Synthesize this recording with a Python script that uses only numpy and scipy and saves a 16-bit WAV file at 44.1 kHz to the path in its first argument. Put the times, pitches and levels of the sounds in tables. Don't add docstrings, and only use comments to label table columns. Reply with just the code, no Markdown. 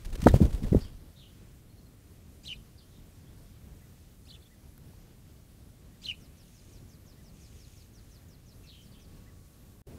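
import sys
import numpy as np
from scipy import signal
from scipy.fft import rfft, irfft, next_fast_len
from scipy.io import wavfile
from scipy.ndimage import uniform_filter1d

SR = 44100
rng = np.random.default_rng(int(sys.argv[2]) if len(sys.argv) > 2 else 0)


def materialize(psi):
    bounded = np.clip(np.atleast_2d(psi).T, -1, 1)
    quanta = np.round(bounded * 32767).astype(np.int16)
    wavfile.write(sys.argv[1], SR, quanta)


N = 440118

# centre_s, peak_db, swirl_hz, wake_db (against the peak)
EDDIES = [(.045, -33.5, 25.52, -14.5), (.14, -28.5, 27.92, -16.5), (.16, -35.5, 400, -15),
          (.232, -23, 162.2, -5), (.264, -5, 232.9, -7), (.269, -1, 540, -20), (0.2716, -8.5, 1250, -20),
          (.274, -12, 750, -20), (.279, -8.5, 116.1, -16), (.342, -11.5, 482, -20.5),
          (.344, -8.5, 75, -10.5), (.361, -12, 100.6, -16), (.406, -16, 325.9, -21),
          (.417, -7.5, 151.7, -4.5), (.451, -16.5, 54.56, -7), (.54, -29.5, 40, -1.5),
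          (.626, -25, 170.3, 1.5), (.66, -25, 25.04, -12.5), (.723, -14, 129.9, -7.5),
          (.731, -13.5, 300, -8.5), (.749, -9, 360, -5.5), (.755, -13, 200, -8.5), (.863, -44, 70, -6)]
# freq_hz, level_db (per Hz)
CHURN_SPECTRUM = [(60, -19.5), (200, 3.5), (500, -9.5), (1000, -24.5), (2500, -43.5)]
# time_s, draught_db, feather_hiss_db
FLIGHT = [(0, -57.5, -64.5), (.1, -46.5, -64), (.2, -38, -57.5), (.3, -30, -51), (.45, -35.5, -56),
          (.6, -36, -62.5), (.7, -34.5, -56.5), (.82, -41.5, -58.5), (.92, -46.5, -70), (1.1, -59.5, -84)]
# freq_hz, level_db (per Hz)
DRAUGHT_SPECTRUM = [(15, -10), (30, 1.5), (100, -9.5), (300, -23.5), (700, -36), (2000, -59)]
# time_s, level_db (before a shared trim), fade_ms (time to fall 13 dB)
STROKES = [(0.0491, -36.5, 14.54), (0.1274, -42.5, 22.67), (0.1551, -33.5, 8.494), (.204, -41, 9.1),
           (0.2173, -34.5, 15.08), (.2408, -33.5, 8), (.2574, -38.5, 12), (0.2709, -25, 11),
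           (.2844, -25.5, 12), (.3385, -34, 13.08), (0.349, -34, 16.82), (0.4239, -36.5, 19.21),
           (.528, -43, 14.38), (0.544, -46, 21.44), (0.6317, -43.5, 18.46), (0.6642, -47, 12.56)]
# freq_hz, level_db (per Hz)
FEATHER_SPECTRUM = [(500, -12.5), (1000, -0.5), (2000, -2.5), (4000, -4.5), (9000, -9), (15600, -16)]
# start_s, start_hz, level_db (before the trims of the glide)
WING_WHISTLES = [(0.282, 2080, -42), (.283, 4210, -45), (.638, 1992, -57), (.726, 2132, -55)]
# time_s, pitch_hz, level_db (against the chirp's level)
CHIRP = [(-.046, 2202, -44), (-.025, 2656, -24), (-.014, 3986, -10), (-.006, 4003, -14), (0, 4279, -3),
         (.011, 2810, -8), (.018, 3150, -5.5), (.023, 2396, -20.5), (.028, 3040, -0.5), (.043, 2903, 1),
         (.047, 2665, -10.5), (.051, 2970, -1.5), (.057, 2356, -5), (.065, 2653, -12.5), (0.071, 2152, -13)]
# time_s, pitch_hz, level_db (against the chirp's level)
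WARBLE = [(-.05, 2015, -44), (-.024, 2700, -11), (0, 4811, 0.5), (.008, 3420, 0.5), (.015, 4490, 1.5),
          (.021, 2910, -5), (.046, 3585, -1), (.051, 2891, -2), (.057, 3944, -0.5), (.063, 2590, -7.5),
          (.075, 2910, -11)]
# time_s, level_db, overtone_offset_db, slap_delay_s, slap_db (against the chirp), contour
SPARROW_CHIRPS = [(2.475, -37.5, 1, 0.0832, -32, CHIRP), (4.299, -55.5, 10.5, 0.11885, -15.5, WARBLE),
                  (6.059, -35.5, -2.5, 0.086, -39, CHIRP)]
OVERTONES_DB = [-30.5, -35]
# freq_hz, level_db (per Hz)
BREATH_SPECTRUM = [(1500, -12), (3500, 0), (6000, -1.5), (9000, -13), (13000, -17), (15000, -28.5)]
# freq_hz, gain_db
WALL_SPECTRUM = [(2500, -27), (3600, -5), (4200, -5.5), (9000, -1.5)]
# time_s, pitch_hz, level_db (against the trill)
SLIDE = [(0, 6970, -3), (.026, 5593, -0.5), (.045, 5250, -1), (.077, 3745, -1.5)]
# start_s, high_part_s, length_s, high_hz (middle of its fall), end_hz, high_db, low_db
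FAR_CHIRPS = [(0.803, 0.024, 0.0816, 4936, 2900, -56.5, -63),
              (1.157, 0.04249, 0.114, 3860, 2975, -60.5, -61),
              (2.775, 0.02038, 0.07352, 4493, 3055, -62.5, -69), (2.9, .075, .12, 3790, 3191, -73, -75.5),
              (8.665, .035, 0.14993, 4161, 3045, -58.5, -60.5), (8.912, .015, .11, 4615, 3633, -63, -67)]
# length_s, start_hz, middle_hz, end_hz, hoarseness (0-1)
PIP = (.022, 4300, 4250, 4200, .1)
ARCH = (.052, 1700, 2000, 1561.8, 0.09887)
CHURR = (0.04381, 2500, 2600, 2400, 0.7935)
RISE = (.045, 3100, 3400, 3950, .5)
# start_s, level_db (of its middle)
PIP_CALLS = [(1.693, -72), (1.778, -69), (1.858, -69)]
ARCH_CALLS = [(3.81, -73.5), (4.5, -69.5), (5.92, -74), (7.17, -71), (9.26, -67.5)]
CHURR_CALLS = [(8.625, -69), (8.972, -72)]
RISE_CALLS = [(3.265, -73), (3.435, -75.5)]
# start_s, length_s, level_db
RUSTLES = [(6.42, .43, -67.5), (7.269, 0.66576, -66)]
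# freq_hz, level_db (per Hz)
RUSTLE_SPECTRUM = [(1500, -13.5), (2500, -1), (4000, -5.5), (5600, -4.5), (6600, 0.5), (7600, -7.5),
                   (9000, -6), (15000, -25)]
# start_s, level_db (before damping), ring_hz
TICKS = [(4.779, -35, 12470), (4.78, -51.5, 1400), (4.935, -50.5, 852.1)]
# freq_hz, level_db (per Hz)
GARDEN_SPECTRUM = [(8.8, -40), (15, -10.5), (38, 0), (88, 1), (237, -10), (308, -13.5), (984, -30),
                   (1110, -29.5), (2640, -33), (13500, -34.5), (15600, -38.5)]
# freq_hz, level_db (per Hz)
AFTER_SPECTRUM = [(8.8, -47), (15, -13.5), (91, -3), (291, -13), (326, -9), (1240, -36), (15600, -41.5)]
# time_s, level_db
HUM = [(0, -86.5), (8.8, -85), (9.2, -74), (9.8, -78)]
# time_s, gain_db
DROPOUT = [(9.817, 3), (9.822, -35), (9.855, -27), (9.866, -20), (9.87, 0)]

EDDY_S, EDDY_CYCLES = .0009, 1.7
WAKE_COUNT, WAKE_GAP_S, WAKE_FADE_DB, WAKE_CAP_HZ, WAKE_SPREAD = 4, .011, -5, 125.76, .61
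WHISTLE_S, WHISTLE_FALL, WHISTLE_HOARSE = .018, .82, .23
TRILL_COUNT, TRILL_START_S, TRILL_GAP_S, TRILL_SLOWING_S = 17, 6.196, .1715, .00019
TRILL_DB, TRILL_PEAK_S, TRILL_SAG_DB_PER_S, TRILL_UNEVEN_DB = -66, 7.635, 2.5, .0252
FAR_FLIP_S, FAR_FLIP_HZ, FAR_SAG_S, FAR_LOW_HZ, FAR_HOARSE = .0050177, 3650, .025285, 3101.4, .8454
RUSTLE_EDGE = .38
GARDEN_DB, AFTER_DB, HUM_HZ = -52.5, -47, 1122.4
BAND_LIMIT_HZ = 15740


def amp(db):
    return 10 ** (np.asarray(db) / 20)


def unit(x):
    return x / np.sqrt(np.mean(x ** 2) + 1e-20)


def add(mix, s, sound):
    part = mix[max(round(s * SR), 0):][:len(sound)]
    part += sound[:len(part)]


def follow(rows, column=1):
    rows = np.asarray(rows)
    return np.interp(np.arange(rows[0, 0], rows[-1, 0], 1 / SR), rows[:, 0], rows[:, column])


def colour(x, spectrum):
    size = next_fast_len(len(x))
    hz, db = np.transpose(spectrum)
    log_hz = np.log(np.fft.rfftfreq(size, 1 / SR) + 1)
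    gain = amp(np.interp(log_hz, np.log(hz + 1), db))
    return unit(irfft(rfft(x, size) * gain, size)[:len(x)])


def wander(size, span_s):
    width = max(round(span_s * SR), 1)
    noise = rng.standard_normal(size + 4 * width)
    smooth = uniform_filter1d(uniform_filter1d(noise, width), width)
    return unit(smooth)[2 * width:][:size]


def echoes(x, t60, gap_s):
    t = np.arange(round(min(t60, .5) * SR)) / SR
    tail = rng.standard_normal(len(t)) * amp(-60 * t / t60) * (t > gap_s)
    return signal.fftconvolve(x, tail / np.linalg.norm(tail))


def whistle(rows, overtones_db=(), rough_db=2.5, waver=.012):
    hz, db = follow(rows), follow(rows, column=2)
    size = len(hz)
    turns = np.cumsum(hz * (1 + waver * wander(size, .00074))) / SR
    tone = amp(db) * np.sin(2 * np.pi * turns)
    for multiple, over_db in enumerate(overtones_db, start=2):
        level = amp(over_db - .154 * db + 3.102 * wander(size, .00402))
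        tone += level * np.sin(2 * np.pi * multiple * turns)
    tremble = amp(rough_db * wander(size, .002))
    return np.sqrt(2) * tone * tremble * signal.windows.tukey(size, .15)


def note(rows, hoarse, t60):
    tone = whistle(rows, rough_db=2.8 * hoarse, waver=.085 * hoarse)
    out = amp(-11.5 + 12 * hoarse) * echoes(tone, t60, .004)
    add(out, 0, tone)
    return out


def eddy(db, hz, phase):
    half_s = EDDY_S + EDDY_CYCLES / hz
    t = np.arange(-half_s, half_s, 1 / SR)
    shape = np.exp(-abs(4.2 * t / half_s) ** 1.5)
    swirl = np.cos(2 * np.pi * (hz * t + phase)) * shape
    swirl -= shape * swirl.sum() / shape.sum()
    return amp(db) * swirl / abs(swirl).max()


def buffeting():
    draught_db = follow(FLIGHT)
    size = len(draught_db)
    pushes = np.zeros(size)
    chances = rng.random((len(EDDIES), WAKE_COUNT + 1, 3))
    for (s, db, hz, wake_db), chance in zip(EDDIES, chances):
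        train = [(s, db, hz)]
        gap_s = max(WAKE_GAP_S, .5 / hz)
        for k, (late, tune, _) in enumerate(chance[1:]):
            at = s + gap_s * (k + .5 + late)
            swirl_hz = min(hz, WAKE_CAP_HZ) * np.exp(WAKE_SPREAD * (2 * tune - 1))
            train.append((at, db + wake_db + WAKE_FADE_DB * k, swirl_hz))
        for (at, level_db, swirl_hz), phase in zip(train, chance[:, 2]):
            push = eddy(level_db, swirl_hz, phase)
            add(pushes, at - len(push) / 2 / SR, push)
    linger = np.exp(-1 / (.0068 * SR))
    stir = signal.lfilter([1 - linger], [1, -linger], abs(pushes))
    churn = amp(-13) * stir * colour(rng.standard_normal(size), CHURN_SPECTRUM)
    draught = amp(draught_db + 3 * wander(size, .015)) * colour(rng.standard_normal(size), DRAUGHT_SPECTRUM)
    return pushes + churn + draught


def feathers():
    hiss_db = follow(FLIGHT, column=2)
    level = amp(hiss_db + 2.4 * wander(len(hiss_db), .0065))
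    for s, db, fade_ms in STROKES:
        u = np.arange(0, 3, 1000 / (fade_ms * SR))
        flare = np.minimum(u * 6, 1) * np.exp(-1.5 * u ** 2)
        add(level, s - .002, amp(db - 10.5) * flare)
    crackle = rng.standard_normal(len(level)) * amp(2.8 * wander(len(level), .001))
    return level * colour(crackle, FEATHER_SPECTRUM)


def wing_whistles():
    out = np.zeros(N)
    for s, hz, db in WING_WHISTLES:
        glide = [(0, hz, db - 2), (WHISTLE_S, hz * WHISTLE_FALL, db - 4)]
        add(out, s, note(glide, WHISTLE_HOARSE, .069))
    return out


def sparrow():
    out = np.zeros(N)
    for s, db, over_db, delay, slap_db, rows in SPARROW_CHIRPS:
        tone = whistle(rows, np.add(OVERTONES_DB, over_db), rough_db=2.5, waver=.0211)
        breath = colour(rng.standard_normal(len(tone)), BREATH_SPECTRUM)
        breath *= signal.windows.tukey(len(tone), .4)
        chirp = amp(db) * (tone + amp(-22) * breath)
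        start = s + rows[0][0]
        add(out, start, chirp)
        add(out, start, amp(-6) * echoes(chirp, .07517, .002))
        add(out, start, amp(-27) * echoes(chirp, .36, .01995))
        slap = colour(echoes(chirp, .0387, 0), WALL_SPECTRUM)
        add(out, start + delay, amp(db + slap_db) * slap)
    return out


def songbird():
    out = np.zeros(N)
    k = np.arange(TRILL_COUNT)
    for s in TRILL_START_S + TRILL_GAP_S * k + TRILL_SLOWING_S * k ** 2:
        db = TRILL_DB - TRILL_SAG_DB_PER_S * abs(s - TRILL_PEAK_S)
        db += TRILL_UNEVEN_DB * rng.standard_normal()
        slide = amp(db) * whistle(SLIDE, rough_db=3, waver=.037178)
        add(out, s, slide)
        add(out, s, amp(-8.5) * echoes(slide, .10317, .0028))
    return out


def far_birds(t60=.3693):
    out = np.zeros(N)
    for s, high_s, length, high_hz, end_hz, db, low_db in FAR_CHIRPS:
        flip = high_s + FAR_FLIP_S
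        rows = [(0, high_hz * 1.06, db - 5), (high_s, high_hz * .94, db),
                (flip - FAR_FLIP_S / 2, FAR_FLIP_HZ * 1.08, low_db - 8), (flip, FAR_FLIP_HZ, low_db - 1.5),
                (flip + FAR_SAG_S, FAR_LOW_HZ, low_db), (length, end_hz, low_db - 8)]
        add(out, s, note(rows, FAR_HOARSE, t60))
    kinds = [(PIP, PIP_CALLS), (ARCH, ARCH_CALLS), (CHURR, CHURR_CALLS), (RISE, RISE_CALLS)]
    for (length, start_hz, mid_hz, end_hz, hoarse), calls in kinds:
        for s, db in calls:
            rows = [(0, start_hz, db - 5), (.35037 * length, mid_hz, db),
                    (.6523 * length, mid_hz, db), (length, end_hz, db - 6)]
            add(out, s, note(rows, hoarse, t60))
    return out


def rustle():
    out = np.zeros(N)
    for s, length, db in RUSTLES:
        size = round(length * SR)
        grains = rng.standard_normal(size) * amp(2 * wander(size, .003742))
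        swell = signal.windows.tukey(size, RUSTLE_EDGE)
        add(out, s, amp(db) * swell * colour(grains, RUSTLE_SPECTRUM))
    return out


def ticks():
    out, t = np.zeros(N), np.arange(200) / SR
    for s, db, hz in TICKS:
        add(out, s, amp(db) * np.sin(2 * np.pi * hz * t) * np.exp(-t * hz * .7294))
    return out


def garden():
    shape = (513, N // 256 + 4)
    grid = rng.standard_normal(shape) + 1j * rng.standard_normal(shape)
    patches = uniform_filter1d(rng.standard_normal(shape), 70, 0)
    patches = unit(uniform_filter1d(patches, 24, 1))
    noise = signal.istft(grid * amp(1.1 * patches), SR, nperseg=1024, noverlap=768)[1][:N]
    noise *= amp(.57 * wander(N, .12))
    out = amp(GARDEN_DB) * colour(noise, GARDEN_SPECTRUM)
    back = round(DROPOUT[2][0] * SR)
    out[back:] = amp(AFTER_DB) * colour(noise[back:], AFTER_SPECTRUM)
    hum_level = amp(follow(HUM))
    hum_hz = HUM_HZ + 7.7 * wander(len(hum_level), .14)
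    add(out, 0, hum_level * np.sin(2 * np.pi * np.cumsum(hum_hz) / SR))
    return out


def scene():
    mix = wing_whistles() + sparrow() + songbird() + far_birds() + rustle() + ticks() + garden()
    add(mix, 0, buffeting() + feathers())
    return mix[None]


def record(dry):
    gain = np.ones(N)
    add(gain, DROPOUT[0][0], amp(follow(DROPOUT)) - 1)
    low_pass = signal.firwin(1023, BAND_LIMIT_HZ, window=("kaiser", 9), fs=SR)
    return signal.oaconvolve(dry * gain, low_pass[None], "same")


dry = scene()
out = record(dry)
materialize(out)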